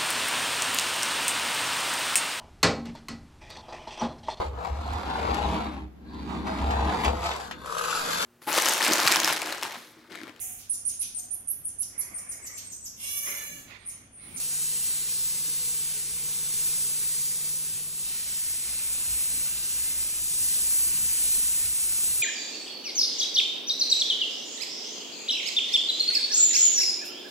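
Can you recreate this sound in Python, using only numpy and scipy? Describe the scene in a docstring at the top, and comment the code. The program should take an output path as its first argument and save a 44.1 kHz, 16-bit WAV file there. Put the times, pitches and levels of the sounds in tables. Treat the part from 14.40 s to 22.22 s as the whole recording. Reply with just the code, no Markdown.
"""A spray gun hisses first: its hose-fed mist falls on the seats and floor of a boat's saloon, then at the helm.
The hiss is filtered noise with ticking drops; reflections and wandering colour sweep through it as the gun is waved.
The mist also rushes and splashes lower down. Soft thuds are fading sines; scuffs are short swells of low noise.
Behind it, two engines of slightly different speed hum and beat as sums of sines, over a noisy hull rumble.
A thin whine and a hollow drone come and go."""
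import sys
import numpy as np
from scipy import signal
from scipy.fft import rfft, irfft, next_fast_len
from scipy.io import wavfile
from scipy.ndimage import uniform_filter1d, map_coordinates

SR = 44100
rng = np.random.default_rng(int(sys.argv[2]) if len(sys.argv) > 2 else 0)


def put_to_file(sound):
    """Save the sound as 16-bit audio at rate SR, in the file named by the first command-line argument."""
    columns = np.atleast_2d(sound).T  # one column per channel
    safe = np.clip(columns, -1, 1)
    whole_steps = np.round(safe * 32767)
    wavfile.write(sys.argv[1], SR, whole_steps.astype(np.int16))


N = 344862

# Hiss as the gun turns towards and away from the listener, before small trims and drifts: t/s, level/dB
GUN_LEVEL = [(0, -37), (0.3, -35), (0.95, -36.5), (1.45, -36.5), (1.8, -38), (2.2, -35), (2.75, -35.5),
             (3.15, -37), (3.42, -38.5), (3.52, -41.0), (3.72, -38.7), (4.1, -37.5), (4.22, -38),
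             (4.75, -35.5), (5.0, -35.5), (5.16, -37.5), (5.5, -35.5), (5.77, -37), (5.9, -34.7),
             (6.03, -32), (6.13, -32.5), (6.4, -31.0), (6.6, -34.0), (6.8, -32), (7.08, -31.8), (7.28, -35),
             (7.66, -33), (7.82, -34)]
# Colour of the spray, relative and per Hz, before a low cut: f/Hz, saloon level/dB, helm level/dB
SPRAY_COLOUR = [(500, -30, -29.3), (750, -27, -26.5), (1050, -24.4, -23.8), (1400, -23.4, -23),
                (2000, -19.7, -19.7), (2550, -16.2, -14.2), (2900, -15.3, -13.8), (3300, -15.2, -15),
                (3800, -14, -12.9), (4450, -11.3, -11.4), (5150, -12, -11.8), (5800, -10.2, -10.2),
                (6650, -10, -9), (7700, -7.3, -6.2), (8400, -7.2, -4.9), (9500, -4.6, -3.4),
                (10800, -3, -2.4), (12350, -5.2, -4), (14300, 0.2, 0.6), (15600, -1.5, -0.9)]
# Splash, which depends on the surface the mist lands on, before a small trim: t/s, level/dB
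SPLASH_LEVEL = [(0, -50), (0.65, -47), (1.2, -46.5), (1.75, -50), (1.98, -49.5), (2.24, -46.5), (2.85, -48),
                (3.45, -53), (3.58, -52), (3.68, -47.5), (4.05, -49), (4.5, -48.5), (4.65, -47),
                (5.55, -47), (5.7, -48), (5.88, -47.5), (6.0, -45), (6.66, -46), (6.77, -44), (7.1, -45.5),
                (7.34, -47.5), (7.82, -46.5)]
# Bright band in the splash while the seats are sprayed: t/s, level/dB
BRIGHT_SPLASH_LEVEL = [(0.1, -68), (0.5, -56), (1.15, -54), (1.5, -62), (2.2, -60), (2.9, -64), (3.5, -70)]
# Lower rush of the mist, strongest when it lands close by: t/s, level/dB
RUSH_LEVEL = [(0, -54.8), (0.7, -53), (1.3, -54), (1.8, -55), (2.3, -53.1), (2.8, -53), (3.57, -58),
              (3.72, -53.5), (4.22, -52.5), (4.4, -51), (4.95, -50.5), (5.3, -52), (5.6, -50.5),
              (5.7, -53.5), (5.9, -56), (6.01, -51.5), (6.55, -49.5), (6.85, -50.5), (7.3, -51),
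              (7.82, -52)]
# Surfaces near the nozzle: extra path/ms, swing of that path/ms, reflection level/dB
NEAR_SURFACES = [(.7, 0.093, -20), (1.5, 0.12, -20.5), (2.7, 0.199, -15.5), (5.3, 0.302, -13.5),
                 (9, 0.297, -13.5)]
# Range in which the colour of the hiss wanders: lowest f/Hz, highest f/Hz
MOTTLE_RANGE = (1200, 12500)
# How alike the left and right sides are: f/Hz, saloon likeness (0-1), helm likeness (0-1)
LIKENESS = [(199, .99, .99), (520, .8, 0.53), (1100, 0.85, .65), (1400, 1, 1), (2010, 1, 1),
            (2670, 0.26, .5), (3150, 0.56, 0.4), (3650, 0.48, .3), (4430, 0.2, 0.52), (4800, .48, 0.66),
            (5120, 0.35, 0.4), (5660, 0.98, 1), (7400, 0.94, 0.94), (8100, 0.9, 0.6), (8500, 0.7, 0.49),
            (9150, 0.64, .76), (11440, 0.83, 0.79), (13000, 1, 0.97)]
# Phase by which the left side leads, in each cabin: f/Hz, lead/rad
SALOON_LEAD = [(0, 0), (950, -0.3), (1400, 0), (1980, 0.05), (2550, 1), (3010, 0.15), (3350, .45),
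               (3700, 0.2), (4310, 0.5), (4650, 2.2), (4950, 3.8), (5250, 5.9), (5510, 6.7), (5770, 6.33),
               (8100, 6.45), (9130, 8.1), (12200, 9.3), (14300, 8)]
HELM_LEAD = [(0, 0), (1980, 0), (2500, 1.0), (3400, 1.75), (4050, 1.6), (4650, 2.4), (4950, 3.6), (5250, 6),
             (5480, 6.6), (5900, 6.28), (7400, 6.33), (8150, 6.7), (8400, 7.5), (9130, 8.2), (11000, 8.65),
             (12100, 9.1), (14300, 8)]
# Band in which the two sides pass over to opposite phase: start f/Hz, end f/Hz
OPPOSED_RANGE = (11600, 12900)
# Thuds through the floor, before the gains of the floor's modes: t/s, level/dB, f/Hz, time to fade 60 dB/s
THUD_BLOWS = [(1.07, -52, 290, .12), (1.72, -48, 60, .25), (1.83, -50, 135, .2), (2.345, -48, 190, .1),
              (2.8, -51, 135, 0.18), (3.33, -48, 104, 0.22), (4.672, -40, 80, .2), (4.715, -39, 62, .16),
              (4.94, -49, 210, .1), (4.975, -46, 90, .15), (6.004, -49, 125, 0.2), (6.525, -45, 144, 0.2),
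              (6.603, -47.5, 160, 0.13), (6.96, -44, 42, .3), (7.24, -44, 88, .25), (7.785, -47, 100, .2)]
# Ring of the floor: multiple of the thud's pitch, level/dB
FLOOR_RING = [(1, 2), (1.47, -13), (2.3, -16), (3.9, -16)]
# Scuffs on the floor: middle t/s, length/s, level/dB, centre f/Hz, width/Hz
FLOOR_SCUFFS = [(.93, 0.14, -56, 150, 60), (1.08, .09, -62, 295, 70), (2.85, 0.18, -57, 141, 45),
                (4.72, .13, -50, 74, 80), (4.96, .17, -56, 190, 260), (6.08, .3, -58, 150, 230),
                (6.58, .2, -55, 135, 220), (7.0, .25, -58.5, 230, 260), (7.27, .16, -54, 85, 70),
                (7.65, .2, -58.5, 220, 200)]
# Generator hum, before swell and waver: multiple of the shaft rate, saloon level/dB, helm level/dB
GENERATOR_ORDERS = [(1, -71, -73), (2, -63.5, -57.3), (3, -68.5, -73), (4, -79, -71), (5, -56.5, -63),
                    (6, -84, -69.5), (7, -67, -69), (8, -74, -77), (9, -81, -70.5), (10, -76, -77),
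                    (11, -70.5, -69), (12, -76.5, -70), (13, -76, -78), (14, -69.5, -73.5),
                    (15, -71.5, -84), (16, -67.5, -86), (17, -80, -86), (18, -81, -89), (19, -90, -72),
                    (20, -79, -80), (21, -79, -75), (28, -76, -85), (34, -75.5, -84), (38, -81, -80)]
# Second engine, before swell and waver: multiple of the shaft rate, saloon level/dB, helm level/dB
ENGINE_ORDERS = [(2, -71, -59.7), (4, -80, -67), (5, -73, -85), (6, -71, -74), (7, -73.5, -78),
                 (9, -80, -81), (15, -70.5, -83), (17, -78, -77), (19, -88, -77.5), (22, -81, -76.5),
                 (29, -82, -77), (36, -78.5, -74)]
# The hum swells in the saloon and sinks on the way to the helm: t/s, change of level/dB
HUM_CHANGE = [(0, -1.5), (0.9, 0), (2.7, 1), (3.3, 0), (3.7, -2), (4.1, -1.8), (4.6, 0), (5.6, .5),
              (7.82, -.7)]
# Colour of the hull's rumble, relative and per Hz: f/Hz, level/dB
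RUMBLE_COLOUR = [(20, -18), (40, -9), (75, 0), (130, -4), (200, -3), (300, -6), (450, -6), (650, -7),
                 (1100, -9), (2500, -27)]
# Thin whine, before its waver: t/s, level/dB
WHINE_LEVEL = [(0, -75), (0.5, -72), (1.25, -67), (1.6, -79), (2.2, -69), (2.9, -68.5), (3.2, -79),
               (5.5, -78), (7.82, -77)]
# Hollow drone: t/s, level/dB
DRONE_LEVEL = [(6.2, -76), (6.47, -66), (6.9, -67), (7.3, -69), (7.7, -75)]

# Shaft rates before a slight wander
GENERATOR_HZ, SALOON_ENGINE_HZ, HELM_ENGINE_HZ = 30.55, 28.08, 28.17
# The hull's rumble and its deep boom, before their swells
SALOON_RUMBLE_DB, HELM_RUMBLE_DB = -65.6, -64.5
SALOON_BOOM_DB, HELM_BOOM_DB = -70, -66.5
# The saloon gives way to the helm in one even fade
FADE_START_S, FADE_LENGTH_S = 3.35, 0.97
# Around its usual level, the hiss also moves its own top and the upper rumble, by these shares of its swing
USUAL_HISS_DB, SHEEN_FOLLOWS, RUMBLE_FOLLOWS = -36, 0.16, 0.59
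TOP_HZ = 15700  # where the recorder starts to cut the treble


def spray(flutter_db=0.3, eddy_db=0.4, hiss_trim_db=0.03, splash_trim_db=0.1, hand_db=0.25):
    """Turbulence at the nozzle hisses; the mist rushes and splashes lower down, by the surface it is aimed at."""
    rush_hz, splash_hz, sheen_hz = 2700, 5200, 9500  # top of the rush, top of the splash, start of the sheen
    hiss_db, splash_db = level_curve(GUN_LEVEL), level_curve(SPLASH_LEVEL)
    jet = mottle(nozzle_jet())
    # cut the jet into parts, each brought to a known level
    rush = shape(jet, below(rush_hz)) / band_rms(jet, (1100, 2600))
    splash = shape(jet, below(splash_hz) - below(rush_hz)) / band_rms(jet, (3000, 4600))
    hiss = shape(jet, 1 - below(splash_hz)) / band_rms(jet, (5500, 10500))
    # the top of the hiss is the narrowest beam, so it swings further than the rest
    sheen = shape(hiss, 1 - below(sheen_hz))
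    sheen_gain = undb(SHEEN_FOLLOWS * (hiss_db - USUAL_HISS_DB))
    hiss = hiss + sheen * (sheen_gain - 1)
    bright = rubbed(4350, width_hz=600)
    # the unsteady hand sways the narrow beam of hiss
    parts = (
        (rush, level_curve(RUSH_LEVEL)),
        (splash, splash_db + splash_trim_db),
        (bright, level_curve(BRIGHT_SPLASH_LEVEL)),
        (hiss, hiss_db + hiss_trim_db + hand_db * walk(rate=12)),
    )
    # each part has eddies of its own, and the flow flutters as a whole
    mist = sum(part * undb(db + eddy_db * walk(rate=20)) for part, db in parts)
    return mist * undb(flutter_db * walk(rate=35))


def nozzle_jet(low_hz=480):
    """Turbulent noise and drops take on the colour and stereo width of each cabin, and fade from one to the other."""
    helm = helm_share()
    hz, saloon_db, helm_db = np.transpose(SPRAY_COLOUR)
    saloon_alike, helm_alike = side_likeness()
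    low_cut = bins() ** 2 / (bins() ** 2 + low_hz ** 2)
    cabins = (
        (1 - helm, SALOON_LEAD, saloon_db, saloon_alike),
        (helm, HELM_LEAD, helm_db, helm_alike),
    )
    jet = 0
    for share, lead, db, alike in cabins:
        turbulence = rng.standard_normal(N) + droplets()
        pair = stereo_pair(reflect(turbulence), rng.standard_normal(N), lead, alike)
        pair = shape(pair, colour(np.transpose([hz, db])) * low_cut)
        jet = jet + np.sqrt(share) * pair / band_rms(pair, (3000, 10500))
    return jet


def droplets(per_s=300, size_db=0.5):
    """Single drops tick inside the hiss as one-sample clicks; sizes are relative to the turbulence."""
    chance = rng.random(N)
    size = rng.exponential(size=N) * rng.choice((-1, 1), N)
    return (chance < per_s / SR) * size * undb(size_db)


def reflect(x):
    """Near surfaces echo the nozzle; their paths change as the hand moves, so faint combs sweep through the hiss."""
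    out, t = x, clock()
    for path_ms, swing_ms, db in NEAR_SURFACES:
        lag_s = (path_ms + swing_ms * walk(rate=1.3)) / 1000
        # read the noise between its samples, for a smoothly moving delay
        echo = map_coordinates(x, [(t - lag_s) * SR], order=3, mode="wrap")
        out = out + undb(db) * echo
    return out


def mottle(x, depth_db=1.0, rate=11., count=30):
    """The hiss changes colour as the gun moves: narrow bands swell and hollow out, each at its own time."""
    size = next_fast_len(N)
    spectrum, out = rfft(x, size), 0
    hz = np.arange(size // 2 + 1) * SR / size
    place = np.interp(hz, MOTTLE_RANGE, (0, count - 1))
    for k in range(count):
        # triangular bands overlap so that their gains add up to 1
        triangle = np.maximum(1 - abs(place - k), 0)
        band = irfft(spectrum * triangle, size)[:, :N]
        out = out + band * undb(depth_db * walk(rate=rate))
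    return out


def stereo_pair(common, apart, phase, likeness):
    """A stereo pair from noise: partly alike, one side leading in phase; the top treble is set in opposite phase."""
    opposed = np.interp(bins(), OPPOSED_RANGE, (0, 1))
    likeness = 1 - (1 - likeness) * (1 - opposed)
    # three half turns put the two sides in opposite phase
    lead = (1 - opposed) * np.interp(bins(), *np.transpose(phase)) + opposed * 3 * np.pi
    sides = np.array([[1], [-1]])
    alike_part = rfft(common) * np.sqrt(1 + likeness)
    differing_part = sides * rfft(apart) * np.sqrt(1 - likeness)
    return irfft((alike_part + differing_part) * np.exp(.5j * sides * lead), N)


def side_likeness():
    """Likeness of the left and right sides per bin, in the saloon and at the helm."""
    hz, *cabins = np.transpose(LIKENESS)
    return [np.clip(np.interp(bins(), hz, alike), 0, 1) for alike in cabins]


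def thuds(contact_s=0.0073):
    """Soft blows, as of steps and the dragged hose, ring the floor; its higher modes die sooner."""
    out, t = np.zeros(N + SR), np.arange(SR // 2) / SR
    soft_start = 1 - np.exp(-t / contact_s)
    for s, db, hz, t60 in THUD_BLOWS:
        ring = 0
        for ratio, mode_db in FLOOR_RING:
            fade = np.exp(-np.log(1000) * t * np.sqrt(ratio) / t60)
            ring = ring + undb(mode_db) * np.sin(2 * np.pi * hz * ratio * t) * fade
        start = int(s * SR)
        out[start:start + len(t)] += undb(db) * ring * soft_start
    return out[:N]


def scuffs():
    """Feet and hose rub over the floor: short, hollow swells of rumble."""
    out, t = 0, clock()
    for s, length, db, hz, width in FLOOR_SCUFFS:
        swell = np.exp(-(2 * (t - s) / length) ** 2)
        out = out + undb(db) * swell * rubbed(hz, width)
    return out


def engine(shaft_hz, orders, wander=0.00098, waver_db=1.0, upper_waver_db=1.7):
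    """A governed shaft hums at multiples of its turning rate; each cabin favours its own ones."""
    turns = np.cumsum(shaft_hz * (1 + wander * walk(rate=3))) / SR
    out = 0
    for multiple, saloon_db, helm_db in orders:
        size = undb(by_cabin(saloon_db, helm_db))
        tone = np.sqrt(2) * np.sin(2 * np.pi * (round(multiple) * turns + rng.random()))
        # short waves change more as people move about the cabin
        depth_db = np.interp(multiple, (5, 12), (waver_db, upper_waver_db))
        out = out + size * undb(depth_db * walk(rate=5)) * tone
    return out


def hull(swell_db=0.9, boom_hz=140):
    """Broad noise of machinery rumbles under the hum, with a deeper boom; both swell a little by chance."""
    helm_alike = side_likeness()[1]
    noise = stereo_pair(*rng.standard_normal((2, N)), HELM_LEAD, helm_alike)
    noise = shape(noise, colour(RUMBLE_COLOUR))
    rumble = shape(noise, 1 - below(boom_hz)) / band_rms(noise, (170, 330))
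    boom = shape(noise, below(boom_hz)) / band_rms(noise, (70, 135))
    # the upper rumble rises and falls with the spray
    with_spray_db = RUMBLE_FOLLOWS * (level_curve(GUN_LEVEL) - USUAL_HISS_DB)
    rumble_db = by_cabin(SALOON_RUMBLE_DB, HELM_RUMBLE_DB) + with_spray_db
    boom_db = by_cabin(SALOON_BOOM_DB, HELM_BOOM_DB)
    return (rumble * undb(rumble_db) + boom * undb(boom_db)) * undb(swell_db * walk(rate=9))


def whine(hz=1101, waver_db=1.5, wander_hz=1.2):
    """A thin whine of the machinery, one wandering sine, comes and goes."""
    turns = np.cumsum(hz + wander_hz * walk(rate=4)) / SR
    gain = undb(level_curve(WHINE_LEVEL) + waver_db * walk(rate=6))
    return gain * np.sqrt(2) * np.sin(2 * np.pi * turns)


def drone(hz=366, width_hz=32):
    """A hollow drone of narrow-band noise, faint at first, swells for about a second at the helm."""
    return undb(level_curve(DRONE_LEVEL)) * rubbed(hz, width_hz)


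def rubbed(hz, width_hz):
    """Noise in one resonance, with an rms level of 1."""
    x = shape(rng.standard_normal(N), resonance(hz, width_hz))
    return x / np.std(x)


def helm_share():
    """Share of the sound that comes from the helm, 0-1."""
    return np.clip((clock() - FADE_START_S) / FADE_LENGTH_S, 0, 1)


def by_cabin(saloon, helm):
    """A value that passes from the saloon's to the helm's."""
    return saloon + (helm - saloon) * helm_share()


def undb(db):
    """Decibels to gain."""
    return 10 ** (np.asarray(db) / 20)


def clock():
    """Time of every sample in s."""
    return np.arange(N) / SR


def bins():
    """Frequency of every spectral bin in Hz."""
    return np.arange(N // 2 + 1) * SR / N


def level_curve(table):
    """Level in dB at every sample, with the table's points joined by straight lines."""
    return np.interp(clock(), *np.transpose(table))


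def colour(points):
    """Gain per bin from points of frequency in Hz and level in dB."""
    hz, db = np.transpose(points)
    return undb(np.interp(np.log(bins() + 1), np.log(hz), db))


def below(hz):
    """Steep low-pass gain per bin."""
    return 1 / (1 + (bins() / hz) ** 6)


def resonance(hz, width_hz):
    """Gain per bin of a steep resonance."""
    return 1 / (1 + ((bins() - hz) / (.5 * width_hz)) ** 4)


def shape(x, gain):
    """Filter by a gain per bin."""
    return irfft(rfft(x) * gain, N)


def band_rms(pair, band):
    """Level of the centre of a stereo pair within a band."""
    inside = (bins() > band[0]) & (bins() < band[1])
    return np.std(shape(pair.mean(0), inside))


def walk(rate):
    """Smooth random drift with a spread of about 1, heading for a new value `rate` times a second."""
    k = max(int(SR / rate), 1)
    held = np.repeat(rng.standard_normal(N // k + 2), k)
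    smooth = uniform_filter1d(uniform_filter1d(held, k), k)
    return 1.3 * smooth[:N]  # smoothing shrinks the spread


def scene():
    """Spray in front, over the stereo hull; hum, whine, drone, thuds and scuffs are the same on both sides."""
    second_engine_hz = by_cabin(SALOON_ENGINE_HZ, HELM_ENGINE_HZ)
    hum = engine(GENERATOR_HZ, GENERATOR_ORDERS) + engine(second_engine_hz, ENGINE_ORDERS)
    hum = hum * undb(level_curve(HUM_CHANGE))
    return spray() + thuds() + scuffs() + hum + hull() + whine() + drone()


def record(dry):
    """The recorder cuts the top steeply."""
    steep_cut = signal.ellip(12, .1, 80, TOP_HZ, fs=SR, output="sos")
    return signal.sosfilt(steep_cut, dry)


dry = scene()
out = record(dry)
put_to_file(out)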